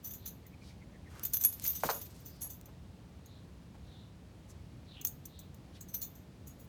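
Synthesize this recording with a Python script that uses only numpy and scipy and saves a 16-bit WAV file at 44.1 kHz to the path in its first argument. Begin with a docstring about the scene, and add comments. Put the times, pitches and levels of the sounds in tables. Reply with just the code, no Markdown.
"""Two dogs shuffle about on a paved yard, under far bird calls and over a low outdoor rumble.
Soft rattles of a dog's collar open the scene: modal tags and ring, driven by showers of contacts.
A far bird chirps in pitched noise; then the rattles grow hard and dense, with fur and strap rustling.
Amid them two rubs squeak as falling stick-slip tones; paws scuff here and there in swells of noise.
After a calmer stretch of hoarse calls, a second, mostly softer group of rattles ends the scene."""
import sys
import numpy as np
from scipy import signal
from scipy.fft import rfft, irfft
from scipy.io import wavfile
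from scipy.ndimage import uniform_filter1d

SR = 44100
rng = np.random.default_rng(int(sys.argv[2]) if len(sys.argv) > 2 else 0)


def to_wav(sig):
    """Store sig (one row per channel, or 1-D mono) as 16-bit WAV at the path in sys.argv[1].

    Samples outside -1..1 are clipped; the rate is SR.
    """
    pcm = np.clip(np.atleast_2d(sig), -1, 1) * 32767
    pcm = np.round(pcm).astype(np.int16)
    wavfile.write(sys.argv[1], SR, pcm.T)  # frames by channels


N = 294588

# rattles on the collar, levels before the collar mix:
# [blow_s, decay_s, blow_db, scrape_db, top_modes_extra_db, struck_piece]
RATTLES = [ (0.047, 0.035, -48.5, -57, -3, "ring"), (0.063, 0.023, -55, -53, 2.5, "ring"),
           (0.109, 0.014, -44.5, -61, -12, "big"), (.137, 0.017, -52, -53, -3, "ring"),
           (0.261, 0.018, -45, -54, -9, "ring"), (0.276, 0.01, -54, -47.5, 3, "small"),
           (.466, .004, -60.5, -65.5, -2, "big"), (1.235, 0.0079, -42.5, -55, 0, "ring"),
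           (1.252, 0.0081, -33.5, -44, -7, "big"), (1.336, 0.0054, -39, -33, 3, "small"),
           (1.343, 0.0075, -31, -54, -14.5, "ring"), (1.361, .011, -44, -60, -20, "big"),
           (1.37, 0.0044, -36.5, -53, -19, "ring"), (1.412, 0.022, -38, -47, -7, "ring"),
           (1.439, 0.0053, -38, -34.5, -13, "ring"), (1.449, 0.009, -24, -47, -13, "small"),
           (1.527, 0.0099, -43, -60, -10, "big"), (1.622, .02, -53, -62, -6, "ring"),
           (1.641, 0.023, -46.5, -38.5, 7, "ring"), (1.664, 0.029, -36.5, -55, -9, "ring"),
           (1.699, 0.011, -47, -58, 8, "ring"), (1.754, 0.021, -44.5, -47, -8, "ring"),
           (1.839, 0.026, -46.5, -45, 1, "ring"), (1.9, 0.014, -37, -46, -9, "big"),
           (1.943, 0.032, -47.5, -66, -9, "small"), (2.016, 0.016, -51.5, -60.5, 5, "ring"),
           (2.26, 0.02, -57, -58, 6, "ring"), (2.419, 0.023, -44.5, -45.5, -7, "small"),
           (2.502, 0.022, -48.5, -52, -6, "big"), (2.658, 0.0048, -62, -63, -6, "ring"),
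           (3.26, .005, -67, -66, -1, "small"), (5.014, 0.0036, -56, -50, -4, "big"),
           (5.05, 0.0069, -39.5, -40, 5.5, "ring"), (5.071, 0.0076, -49, -40.5, 7, "small"),
           (5.256, 0.005, -56, -50.5, -2, "ring"), (5.392, 0.0068, -65, -56, 11, "small"),
           (5.545, .002, -72, -63, 0, "ring"), (5.811, 0.0079, -61, -49, 2, "ring"),
           (5.887, 0.017, -62, -60.5, -2, "ring"), (5.943, 0.017, -38, -45.5, -11, "ring"),
           (6.019, 0.018, -42, -47.5, 2, "big"), (6.155, 0.024, -64.5, -70, -13, "ring"),
           (6.473, 0.019, -60, -59, 2, "small"), (6.599, .026, -69.5, -67, 9, "small")]
# vibration modes of a small tag: [pitch_hz, level_db, free_t60_s]
SMALL_TAG = [(6688, 0, .28), (9240, -13, .12), (11283, 0, .27), (11335, -8, .2), (16520, -9, .2)]
# vibration modes of a big tag: [pitch_hz, level_db, free_t60_s]
BIG_TAG = [(3575, -13, .55), (6215, -7, .13), (6712, -5, .25), (13424, -3.5, .29), (13487, -4, .27),
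           (14725, -7.5, .2), (14835, -1.5, .22)]
# vibration modes of the collar ring: [pitch_hz, level_db, free_t60_s]
COLLAR_RING = [(3945, -20, .2), (6065, -6, .15), (6128, -3, .18), (11970, -11, .12), (12050, -7, .18),
               (12128, -3, .24), (12205, -9, .18), (12322, -6, .3), (14340, -11, .1), (14495, -4, .2),
               (14555, -8, .14)]
# pieces on the collar, by name: [modes, level_when_neighbour_is_struck_db]
PIECES = {"small": (SMALL_TAG, -21.5), "big": (BIG_TAG, -2.5), "ring": (COLLAR_RING, -11.5)}
# colour of metal scraping on metal: [frequency_hz, gain_db]
SCRAPE_COLOUR = [(150, -36), (400, -25), (1200, -19), (2700, -35), (4200, 2), (5300, -11.5), (6300, 12),
                 (7600, 5), (9200, 0), (10700, -3.5), (12200, 1), (13000, -4), (14700, 1.5), (17000, 1)]
# how briskly the dogs turn, as a level that steers rustle and grazes: [time_s, level_db]
MOVEMENT = [(1.05, -90), (1.186, -53), (1.318, -61), (1.396, -62), (1.844, -49.5), (1.878, -43),
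            (2.01, -59), (2.102, -61), (2.434, -73)]
# dry ticks of pieces that touch without ringing, levels before the band-pass: [start_s, level_db]
TICKS = [(1.196, -32), (1.598, -28), (2.613, -41)]
# rubs of the squeak, rate before timing scatter: [start_s, peak_db, hold_s, release_s, slips_per_s]
RUBS = [(1.8353, -17, .001, 0.011, 160), (1.8897, -18, 0.0097, 0.0077, 250)]
# colour of the rubbing's echo off the house: [frequency_hz, gain_db]
RUB_ECHO_COLOUR = [(90, -7), (180, 14.5), (340, 1), (620, -1.5), (820, -8), (1200, -4.5), (1600, -6),
                   (2000, -9), (2700, -4), (6000, -9)]
# paws padding and scuffing, fur brushing: [peak_s, level_db, half_length_s, centre_hz]
SCUFFS = [(0.676, -63, 0.056, 4640), (1.179, -58, 0.069, 1380), (1.654, -46, 0.0043, 2370),
          (1.667, -47.5, .017, 5030), (1.858, -38, 0.015, 207), (1.905, -41, 0.012, 4660),
          (2.458, -59.5, 0.022, 785), (2.691, -62, 0.016, 810), (3.628, -57, 0.011, 131),
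          (3.754, -60, 0.011, 755), (4.506, -59.5, .015, 6950), (5.762, -62, 0.023, 3600)]
# chirps of a distant bird: [peak_s, pitch_hz]
CHIRPS = [(.464, 2070), (.542, 2350), (.629, 2310), (.709, 2270), (.823, 2140), (.95, 1950), (1.075, 1960)]
# hoarse calls of another distant bird: [peak_s, level_db, half_length_s, pitch_hz]
CAWS = [(.223, -65, 0.065, 3910), (2.348, -68.5, 0.14, 4850), (3.333, -67.5, 0.089, 3870),
        (3.969, -65.5, 0.11, 3790), (4.926, -59.5, .045, 3870), (4.99, -56.5, 0.043, 3050),
        (5.379, -64.5, 0.087, 3830)]
# spectrum of the outdoor air, relative: [frequency_hz, density_db_per_hz]
YARD_COLOUR = [(15, -39), (25, -37), (51, -4.5), (79, -0.5), (144, -5.5), (180, -6), (206, -9.5),
               (295, -13.5), (388, -19), (483, -19.5), (1440, -32), (4090, -36.5), (9580, -45.5),
               (14800, -51), (17500, -47)]

# harder blows put more of their energy into the high modes
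USUAL_BLOW_DB, LOW_MODES_DB, LOW_MODES_DB_PER_DB, LOW_MODES_MAX_DB = -56.5, -3, -0.42, -5
# the longer a rattle, the looser the pieces hang and the more they ring on
FREE_DB, FREE_DB_PER_S = -14.5, 277.5
# light touches while the dogs move: blow relative to movement, scrape relative to blow
GRAZE_DB, GRAZE_S, GRAZE_SCATTER_DB, GRAZE_SCRAPE_DB = -5.5, 0.0119, 9, -8
# glide of each slip, before pitch scatter, and its decay
SLIP_START_HZ, SLIP_END_HZ, SLIP_DECAY_S = 1710, 490, 0.0027
# the chirps grow louder from the first
CHIRP_DB, CHIRP_DB_PER_S, CHIRP_S, CHIRP_FALL_HZ, CHIRP_WIDTH_HZ = -66, 6, 0.016, 170.7, 290
CAW_FALL_HZ, CAW_WIDTH_HZ = 198.8, 780
YARD_DB = -52.5
TOP_HZ = 17200


def collar(scrape_mix_db=-2, ring_mix_db=-2):
    """Each rattle scrapes, rings the struck piece and, more weakly, its neighbours; the paving echoes."""
    metal, scrapes = np.zeros(N), np.zeros(N)
    t = np.arange(-SR // 50, SR // 3) / SR
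    attack = (t > 0) & (t < .016)
    for blow_s, decay_s, blow_db, scrape_db, top_db, struck in RATTLES + grazes():
        drive = rattle(t, decay_s)
        low_db = LOW_MODES_DB + LOW_MODES_DB_PER_DB * (blow_db - USUAL_BLOW_DB)
        low_db = min(low_db, LOW_MODES_MAX_DB)
        free_db = FREE_DB + FREE_DB_PER_S * decay_s
        for name, (modes, neighbour_db) in PIECES.items():
            level_db = blow_db + (0 if name == struck else neighbour_db)
            ringing = ring(drive, attack, modes, low_db, top_db, free_db)
            add(metal, blow_s + t[0], undb(level_db) * ringing)
        # hard blows go into the ringing; rough edges smear each contact into a short burst of grit
        grit = rng.standard_normal(SR // 700)
        scrape = signal.fftconvolve(np.tanh(drive), grit)[:len(t)]
        add(scrapes, blow_s + t[0], undb(scrape_db) * scrape / np.std(scrape[attack]))
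    direct = undb(ring_mix_db) * metal + undb(scrape_mix_db) * colour(scrapes, SCRAPE_COLOUR)
    return direct + undb(-15) * echo(direct, t60=.22, delay_s=.003)


def rattle(t, decay_s, contacts_per_s=2200, scatter_db=4, main_blow=2.5, lead_s=0.0007, lead_share=.15):
    """Pieces graze, meet in one main blow and part in dying bounces; long rattles build up more slowly."""
    hit = rng.random(len(t)) < contacts_per_s / SR
    size = undb(scatter_db * np.clip(rng.standard_normal(len(t)), -2, 2))
    size = size * rng.choice([-1, 1], len(t))
    rise_s = lead_s + lead_share * decay_s
    drive = hit * size * np.exp(-np.maximum(t / decay_s, -t / rise_s))
    drive[np.searchsorted(t, 0)] = main_blow
    return drive


def ring(drive, attack, modes, low_db, top_db, free_db, held_s=0.012, held_db=-1):
    """Each mode sums a brief detuned part, damped by leaning neighbours, and a free part."""
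    out = 0
    for hz, mode_db, t60 in modes:
        # the struck spot favours the low or the top modes
        extra_db = np.interp(hz, [7000, 11000, 13700, 14300], [low_db, 0, 0, top_db])
        held_detune, free_detune = rng.standard_normal(2) * [.004, .0006]
        held = resonate(drive, hz * (1 + held_detune), held_s)
        free = resonate(drive, hz * (1 + free_detune), t60 / np.log(1000))
        # both parts are sized by their strength just after the blow
        held = undb(held_db) * held / np.std(held[attack])
        free = undb(free_db) * free / np.std(free[attack])
        out = out + undb(mode_db + extra_db) * (held + free)
    return out


def resonate(drive, hz, decay_s):
    """One mode as a complex resonator, its ringing falling to 1/e in decay_s."""
    pole = np.exp((2j * np.pi * hz - 1 / decay_s) / SR)
    return signal.lfilter([1], [1, -pole], drive).imag


def grazes(count=14):
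    """Light touches at random times, their levels scattered around the dogs' movement."""
    edges = np.linspace(MOVEMENT[0][0], MOVEMENT[-1][0], count + 1)
    chance = rng.random((count, 2))
    times = edges[:-1] + chance[:, 0] * np.diff(edges)
    levels = movement_db(times) + GRAZE_DB + GRAZE_SCATTER_DB * (2 * chance[:, 1] - 1)
    return [(s, GRAZE_S, db, db + GRAZE_SCRAPE_DB, 0, "ring") for s, db in zip(times, levels)]


def movement_db(s):
    """How briskly the dogs move at time s, interpolated in decibels."""
    return np.interp(s, *np.transpose(MOVEMENT), left=-120, right=-120)


def ticks(decay_s=.0002):
    """Pieces touch without ringing: bright noise clicks that die at once."""
    out = np.zeros(N)
    t = np.arange(SR // 100) / SR
    for start_s, level_db in TICKS:
        add(out, start_s, undb(level_db) * rng.standard_normal(len(t)) * np.exp(-t / decay_s))
    return band(out, 2500, 18000, order=1)


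def squeak(glide_s=0.00143, rise_s=0.00054, rasp=0.29, echo_db=-4, timing_scatter=.25,
           pitch_scatter=0.15, later_slips_db=-3):
    """Stick-slip: a rub breaks loose and goes on in uneven slips, each a short tone falling in pitch."""
    out = np.zeros(N)
    t = np.arange(SR // 20) / SR
    glide_hz = SLIP_END_HZ + (SLIP_START_HZ - SLIP_END_HZ) * np.exp(-t / glide_s)
    envelope = (1 - np.exp(-t / rise_s)) * np.exp(-t / SLIP_DECAY_S)
    for start_s, peak_db, hold_s, release_s, slips_per_s in RUBS:
        age = 0  # seconds since the rub broke loose
        for gap, pitch in rng.standard_normal((10, 2)):
            slip_hz = glide_hz * (1 + pitch_scatter * pitch)
            tone = np.sin(2 * np.pi * np.cumsum(slip_hz) / SR)
            grit = rasp * unit(band(rng.standard_normal(len(t)), 480, 1600))
            force = undb(peak_db + later_slips_db * (age > 0))
            force = force * np.exp(-max(age - hold_s, 0) / release_s)
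            add(out, start_s + age, force * (tone + grit) * envelope)
            age += np.exp(timing_scatter * gap) / slips_per_s
    return out + undb(echo_db) * colour(echo(out, t60=0.27, delay_s=0.0073), RUB_ECHO_COLOUR)


def rustle(rustle_db=-4, grain_db=4, flutter_db=3.5):
    """Fine gritty friction noise of strap and fur, swelling as the dogs move."""
    grains = rng.standard_normal(N) * undb(grain_db * rng.standard_normal(N))
    level_db = movement_db(np.arange(N) / SR) + rustle_db + flutter_db * walk(70)
    return unit(band(grains, 2800, 8930, order=1)) * undb(level_db)


def scuffs(grain_db=4):
    """Paws and fur rub in soft swells of gritty, band-limited friction noise."""
    out = np.zeros(N)
    t = np.arange(-SR // 4, SR // 4) / SR
    for peak_s, level_db, half_length_s, hz in SCUFFS:
        grains = rng.standard_normal(len(t)) * undb(grain_db * rng.standard_normal(len(t)))
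        friction = unit(band(grains, hz / 1.36, hz * 1.19, order=1))
        add(out, peak_s + t[0], undb(level_db) * friction * np.exp(-(t / half_length_s) ** 2))
    return out


def birds():
    """One far bird gives a series of short chirps; another calls hoarsely now and then."""
    out = np.zeros(N)
    t = np.arange(-SR // 4, SR // 4) / SR
    for peak_s, hz in CHIRPS:
        level_db = CHIRP_DB + CHIRP_DB_PER_S * (peak_s - CHIRPS[0][0])
        chirp = bird_note(t, CHIRP_S, hz, CHIRP_FALL_HZ, CHIRP_WIDTH_HZ)
        add(out, peak_s + t[0], undb(level_db) * chirp)
    for peak_s, level_db, half_length_s, hz in CAWS:
        caw = bird_note(t, half_length_s, hz, CAW_FALL_HZ, CAW_WIDTH_HZ)
        add(out, peak_s + t[0], undb(level_db) * caw)
    return out


def bird_note(t, half_length_s, hz, fall_hz, width_hz):
    """One hoarse falling note, its carrier blurred by distance into a narrow band of noise."""
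    pitch_hz = hz + fall_hz / 2 * np.clip(-t / half_length_s, -1, 1)
    phase = 2 * np.pi * np.cumsum(pitch_hz) / SR
    noise = rng.standard_normal(len(t)) + 1j * rng.standard_normal(len(t))
    blur = signal.sosfilt(signal.butter(2, width_hz / 2, fs=SR, output="sos"), noise)
    return unit((blur * np.exp(1j * phase)).real) * np.exp(-(t / half_length_s) ** 2)


def yard(hum_hz=179, hum_db=-66):
    """Far traffic rumble and air hiss as coloured noise, with a faint wavering hum."""
    swell_db = .35 * walk(5)
    air = unit(colour(rng.standard_normal(N), YARD_COLOUR)) * undb(YARD_DB + swell_db)
    hum = np.sin(2 * np.pi * np.cumsum(hum_hz + 4 * walk(12)) / SR)
    return air + hum * undb(hum_db + 2.4 * walk(5))


def echo(x, t60, delay_s):
    """Diffuse reflections off paving and walls: a decaying noise tail of unit energy."""
    t = np.arange(SR // 2) / SR
    tail = rng.standard_normal(len(t)) * np.exp(-np.log(1000) * t / t60) * (t > delay_s)
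    return signal.fftconvolve(x, tail / np.linalg.norm(tail))[:N]


def walk(rate):
    """Slow random wander with rms 1, aiming at a new value rate times a second."""
    k = int(SR / rate)
    steps = np.repeat(rng.standard_normal(N // k + 1), k)
    return unit(uniform_filter1d(steps, k)[:N])


def colour(x, points):
    """Filter by a curve of (Hz, dB) points, interpolated over log frequency."""
    hz, db = np.transpose(points)
    f = np.maximum(np.arange(len(x) // 2 + 1) * SR / len(x), 1)
    return irfft(rfft(x) * undb(np.interp(np.log(f), np.log(hz), db)), len(x))


def band(x, lo_hz, hi_hz, order=2):
    """Band-pass filter."""
    edges = [lo_hz, min(hi_hz, SR / 2 - 1000)]
    return signal.sosfilt(signal.butter(order, edges, "band", fs=SR, output="sos"), x)


def undb(db):
    """Decibels to gain."""
    return 10 ** (np.asarray(db) / 20)


def unit(x):
    """Scale to rms 1."""
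    return x / np.sqrt(np.mean(x ** 2))


def add(out, s, x):
    """Mix x into out from time s."""
    i = max(int(s * SR), 0)
    out[i:i + len(x)] += x[:max(N - i, 0)]


def scene():
    """All sources at one microphone."""
    return (collar() + ticks() + squeak() + rustle() + scuffs() + birds() + yard())[None]


def record(dry):
    """The phone cuts the extreme treble with a steep low-pass."""
    return signal.sosfilt(signal.ellip(10, .2, 70, TOP_HZ, fs=SR, output="sos"), dry)


dry = scene()
out = record(dry)
to_wav(out)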